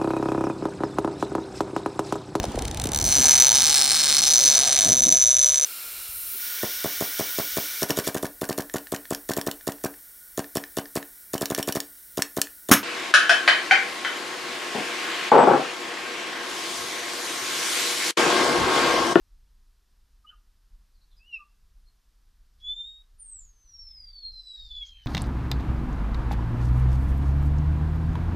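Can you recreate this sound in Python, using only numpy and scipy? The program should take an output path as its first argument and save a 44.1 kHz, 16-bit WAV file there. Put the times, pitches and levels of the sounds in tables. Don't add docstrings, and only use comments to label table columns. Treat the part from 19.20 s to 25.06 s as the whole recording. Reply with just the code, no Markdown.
import sys
import numpy as np
from scipy import signal
from scipy.fft import rfft, irfft, next_fast_len
from scipy.io import wavfile
from scipy.ndimage import uniform_filter1d

SR = 44100
rng = np.random.default_rng(int(sys.argv[2]) if len(sys.argv) > 2 else 0)


def store_wav(level_fs):
    pcm = np.round(np.clip(np.atleast_2d(level_fs), -1, 1) * 32767)
    wavfile.write(sys.argv[1], SR, pcm.T.astype(np.int16))


N = 258426
TIME = np.arange(N) / SR
CUTOFF_HZ = 14300

# (start [s], length [s], peak level [dB])
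GUSTS = [(.08, 0.27, -57), (1.49, .15, -50.5), (1.895, 0.11, -57.5), (2.4, 0.19, -57), (3.37, .2, -51.5),
         (4.11, 0.21, -52), (4.5, 0.53, -53), (5.046, 0.1, -45.5), (5.377, 0.29, -46.5), (5.66, 0.19, -52)]
BREEZE_DB, BREEZE_SWAY_DB = -58.5, 1.5
# (frequency [Hz], level per Hz [dB])
BREEZE_COLOUR = [(14, -6), (28, 7), (42, 2.5), (55, -5.5), (80, -14), (125, -25), (160, -26), (210, -40.5),
                 (400, -64)]
HISS_COLOUR = [(120, -31), (200, 0.5), (223, -2.5), (252, -8.5), (285, -5.5), (329, -9), (400, -9),
               (581, -14), (973, -9.5), (1060, -9), (1690, -10.5), (2240, -14.5), (5080, -11), (7650, -17),
               (14000, -18.5)]
# (frequency [Hz], level per Hz [dB])
SIDE_COLOUR = [(200, -9), (600, -8), (3000, -13), (4500, -9.5), (9000, 6.5), (14000, 3)]
HISS_DB = -74.5

# (start [s], length [s], pitch [Hz], bend [octaves], peak level [dB])
CHIRPS = [(1.037, .035, 1235, -0.078, -56), (1.056, 0.048, 2953, 0.049, -52.5),
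          (1.081, 0.031, 3056, .04, -47.5), (1.112, 0.049, 1234, -0.092, -58),
          (2.173, 0.084, 1189, -0.13, -54), (5.602, .022, 2540, -0.24, -63.5),
          (5.612, 0.043, 2205, 0.0098, -61)]
# (start [s], length [s], pitch [Hz], bend [octaves], peak level [dB])
TWITTERS = [(1.09, 0.045, 2780, -0.045, -66.5), (1.092, 0.037, 1716, -0.14, -72),
            (1.095, 0.036, 1416, -0.13, -61.5), (1.725, 0.067, 4370, -0.41, -75.5),
            (1.78, 0.082, 3970, -0.077, -78), (1.8, .075, 4330, 0.018, -75),
            (1.9, 0.075, 4020, -0.087, -76.5), (1.89, 0.084, 3516, -0.18, -74),
            (1.964, 0.046, 4910, -.08, -65.5), (2.1, 0.084, 3935, -0.1, -72),
            (2.652, 0.06, 4216, -0.024, -70), (4.965, 0.035, 3540, 0.25, -74),
            (5.012, 0.033, 3460, -0.33, -63), (5.643, .05, 6430, -0.096, -61),
            (5.645, 0.024, 5700, -.02, -67), (5.657, .04, 7100, -0.012, -67),
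            (5.843, .03, 6030, -.04, -67.5)]

# (delay [s], level [dB])
ECHOES = [(.0032, -19), (.0066, -10.5), (.0125, -21), (.024, -23), (.037, -25), (.047, -21.5),
          (.063, -21.5)]
# (level [dB], time to fall by 60 dB [s], top frequency [Hz])
TAILS = [(-8, 0.14, 6300), (-24, .36, 36000), (-13, 0.75, 860)]

# (time [s], pitch [Hz], level [dB])
ARCH_CALL = [(1.995, 2510, -71.5), (2.04, 2720, -61.5), (2.085, 2960, -59), (2.124, 2780, -45),
             (2.133, 2771, -37), (2.147, 2725, -32.5), (2.156, 2647, -39), (2.169, 2580, -34),
             (2.175, 2470, -48)]
RISING_NOTE = [(3.4, 3340, -74), (3.45, 3404, -40.5), (3.512, 3507, -32), (3.555, 3568, -40),
               (3.606, 3609, -31), (3.635, 3575, -40.5), (3.67, 3739, -45.5), (3.745, 3728, -53.5),
               (3.82, 3782, -62)]
LONG_GLIDE = [(3.987, 9290, -70.5), (4.0, 9240, -49), (4.068, 8600, -46), (4.1, 8300, -47.5),
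              (4.135, 8140, -42.5), (4.21, 7200, -51), (4.28, 6580, -62), (4.36, 6290, -71),
              (4.44, 6220, -65.5), (4.55, 5557, -50), (4.625, 5460, -45), (4.705, 5280, -52.5),
              (4.835, 4826, -49.5), (5.015, 4373, -53.5), (5.056, 4230, -36.5), (5.098, 4223, -40.5),
              (5.125, 4132, -49), (5.28, 3960, -47), (5.46, 3672, -49), (5.51, 3494, -46),
              (5.6, 3404, -40.5), (5.642, 3280, -40), (5.662, 3222, -59), (5.785, 3153, -56.5),
              (5.845, 3000, -61.5)]
# (pitch [Hz], level relative to the fundamental [dB])
OVERTONE = [(3200, -30), (4000, -23.5), (4250, -50), (4900, -33.5), (5600, -62)]
USUAL_LEVEL_DB = -45
TIRING_FROM_S, TIRING_S, TIRED_TREMBLE = 5.62, 0.047, 3.36

# (start [s], length [s], peak level [dB])
RASPS = [(3.378, 0.062, -74), (5.61, 0.12, -64), (5.783, .16, -71)]
# (frequency [Hz], level per Hz [dB])
RASP_COLOUR = [(1200, -20.5), (1750, -12.5), (2100, -7), (2700, -8), (3600, 2.5), (4200, -1), (4800, -1),
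               (5700, -0.5), (7000, -22), (8500, -27)]

# (start [s], length [s],
# throat resonance [Hz], bend [octaves], pulse peak level [dB], ring time [s])
RATTLE_BURSTS = [(4.425, 0.29, 4220, -0.053, -66.5, 0.00076), (4.674, 0.073, 3440, -.05, -65, .0009),
                 (4.66, 0.26, 2200, -.06, -72, .0008), (4.83, 0.25, 3510, .06, -64.5, .0009),
                 (5.105, 0.34, 5110, -.05, -52, 0.00048), (5.325, 0.29, 4630, -0.18, -48.5, 0.00034),
                 (5.354, 0.046, 1840, .01, -70, .001), (5.618, 0.2, 4160, -0.078, -62, 0.00086),
                 (5.72, 0.11, 2750, -.05, -57.5, .00035), (5.763, 0.25, 1750, -.05, -68.5, 0.0014)]
EASY_PER_S, HURRY_FROM_S, HURRY_PER_S2, FASTEST_PER_S = 63, 4.8, 83, 79


def from_db(db):
    return 10 ** (np.asarray(db) / 20)


def rms_one(x):
    return x / np.sqrt(np.mean(x ** 2) + 1e-20)


def drift(rate_hz):
    memory = np.exp(-40 * np.pi * rate_hz / SR)
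    noise = rng.standard_normal(N // 20 + 2002)
    slow = signal.lfilter([1], [1, -2 * memory, memory ** 2], noise)[2000:]
    return np.interp(np.arange(N) / 20, np.arange(len(slow)), rms_one(slow))


def coloured_noise(colour):
    size = next_fast_len(N)
    hz, db = np.transpose(colour)
    bins = np.maximum(np.fft.rfftfreq(size, 1 / SR), 1)
    gain = from_db(np.interp(np.log(bins), np.log(hz), db))
    gain = gain * np.minimum(bins / hz[0], 1) ** 2
    spectrum = rfft(rng.standard_normal(size)) * gain
    return rms_one(irfft(spectrum, size)[:N])


def swell(start_s, length_s, sharpness):
    progress = (TIME - start_s) / length_s
    on = (progress > 0) & (progress < 1)
    out = np.zeros(N)
    out[on] = np.sin(np.pi * progress[on]) ** sharpness
    return out


def bent(start_s, length_s, centre_hz, octaves):
    progress = np.clip((TIME - start_s) / length_s, 0, 1)
    return centre_hz * 2 ** (octaves * (progress - .5))


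def breeze(sharpness=0.51):
    gusts = sum(from_db(peak_db) * swell(start_s, length_s, sharpness)
                for start_s, length_s, peak_db in GUSTS)
    steady = from_db(BREEZE_DB + BREEZE_SWAY_DB * drift(8.1))
    from_nearest_end_s = np.minimum(TIME, TIME[::-1])
    ease = np.sin(np.pi / 2 * np.minimum(from_nearest_end_s / .02, 1)) ** 2
    return ease * np.hypot(steady, gusts) * coloured_noise(BREEZE_COLOUR)


def background_hiss(side_db=-11.0):
    side = from_db(side_db) * coloured_noise(SIDE_COLOUR)
    return from_db(HISS_DB) * (coloured_noise(HISS_COLOUR) + np.array([side, -side]))


def syrinx(pitch_hz, level_db, overtone_db):
    phase = 2 * np.pi * np.cumsum(pitch_hz) / SR
    third = from_db(overtone_db - 27) * (3 * pitch_hz < CUTOFF_HZ)
    wave = np.sin(phase) + from_db(overtone_db) * np.sin(2 * phase)
    wave = wave + third * np.sin(3 * phase)
    return np.sqrt(2) * from_db(level_db) * wave


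def chirps(notes, waver, flutter_db, overtone_db=-38, sharpness=1.2):
    out = np.zeros(N)
    tremble = 1 + waver * drift(200)
    flutter = flutter_db * drift(120)
    for start_s, length_s, centre_hz, octaves, peak_db in notes:
        pitch_hz = bent(start_s, length_s, centre_hz, octaves) * tremble
        gate = swell(start_s, length_s, sharpness)
        on = gate > 0
        out[on] += gate[on] * syrinx(pitch_hz[on], peak_db + flutter[on], overtone_db)
    return out


def garden(x):
    age = TIME[:SR // 2]
    response = np.zeros(len(age))
    for level_db, t60, top_hz in TAILS:
        scatter = rng.standard_normal(len(age)) * from_db(-60 * age / t60)
        scatter = scatter * np.minimum(age / 0.001, 1)
        dull = signal.butter(2, min(top_hz, CUTOFF_HZ), fs=SR, output="sos")
        response += from_db(level_db) * signal.sosfilt(dull, scatter / np.linalg.norm(scatter))
    for delay_s, echo_db in ECHOES:
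        response[int(delay_s * SR)] += from_db(echo_db)
    return signal.fftconvolve(x, response)[:N]


def in_time(rows):
    s, *columns = np.transpose(rows)
    return [np.interp(TIME, s, column) for column in columns]


def sounding(rows, fade_s=.004):
    inside_s = np.minimum(TIME - rows[0][0], rows[-1][0] - TIME)
    return np.clip(inside_s / fade_s + 1, 0, 1)


def whistle(rows, waver, flutter_db, gain_db, bright_db, purity):
    controls = uniform_filter1d(in_time(rows), size=160, axis=1)
    pitch_hz, level_db = uniform_filter1d(controls, size=160, axis=1)
    overtone_db = np.interp(pitch_hz, *np.transpose(OVERTONE)) + bright_db
    overtone_db = overtone_db - purity * (level_db - USUAL_LEVEL_DB)
    level_db = level_db + gain_db + flutter_db * drift(50)
    tiring = np.interp(TIME, [TIRING_FROM_S, TIRING_FROM_S + TIRING_S], [1, TIRED_TREMBLE])
    tremble = waver * tiring * drift(100)
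    return sounding(rows) * syrinx(pitch_hz * (1 + tremble), level_db, overtone_db)


def rasp(grain_db=3.5, sharpness=1.1):
    level = sum(from_db(peak_db) * swell(start_s, length_s, sharpness)
                for start_s, length_s, peak_db in RASPS)
    return level * from_db(grain_db * drift(170)) * coloured_noise(RASP_COLOUR)


def rattle(uneven_db=2.0, jitter=.045, scatter=0.075, sharpness=0.28, sag=0.088):
    hurry = HURRY_PER_S2 * np.maximum(TIME - HURRY_FROM_S, 0)
    per_s = np.minimum(EASY_PER_S + hurry, FASTEST_PER_S)
    cycles = np.cumsum(per_s * (1 + jitter * drift(30))) / SR
    pulses = np.flatnonzero(np.diff(np.floor(cycles)))
    chance = rng.standard_normal((len(RATTLE_BURSTS), 600, 2))
    age = TIME[:SR // 60]
    out = np.zeros(N)
    for burst, draws in zip(RATTLE_BURSTS, chance):
        start_s, length_s, centre_hz, octaves, peak_db, ring_s = burst
        throat_hz = bent(start_s, length_s, centre_hz, octaves)
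        effort = swell(start_s, length_s, sharpness)
        rung = age / ring_s
        ring = (rung / 2) ** 2 * np.exp(2 - rung)
        for i, (strength, detune) in zip(pulses[effort[pulses] > 0], draws):
            pulse_hz = throat_hz[i] + scatter * detune / ring_s
            tone = np.sin(2 * np.pi * pulse_hz * age - sag * (rung - 2) ** 2)
            gain = effort[i] * from_db(peak_db + uneven_db * strength)
            out[i:i + len(age)] += (gain * ring * tone)[:N - i]
    return out


def scene(twitter_direct_db=-3.0, twitter_echo_db=1.5, rattle_echo_db=4.5):
    clear = whistle(ARCH_CALL, waver=0.0027, flutter_db=2.5, gain_db=-1.0, bright_db=0.5, purity=.03)
    clear = clear + whistle(RISING_NOTE, waver=0.00076, flutter_db=0.5, gain_db=0.5,
                            bright_db=-2.0, purity=0.4)
    clear = clear + whistle(LONG_GLIDE, waver=0.0036, flutter_db=3.0, gain_db=-0.94,
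                            bright_db=-3.5, purity=0.84)
    clear = clear + chirps(CHIRPS, waver=0.0054, flutter_db=0.95, sharpness=2.9)
    clear = clear + rasp()
    pulses = rattle()
    twitters = chirps(TWITTERS, waver=0.016, flutter_db=4.0, sharpness=1.3)
    to_garden = clear + from_db(rattle_echo_db) * pulses + from_db(twitter_echo_db) * twitters
    direct = clear + pulses + from_db(twitter_direct_db) * twitters
    return direct + garden(to_garden) + breeze() + background_hiss()


def record(dry):
    steep = signal.ellip(10, .05, 60, CUTOFF_HZ, fs=SR, output="sos")
    return signal.sosfiltfilt(steep, dry)


dry = scene()
out = record(dry)
store_wav(out)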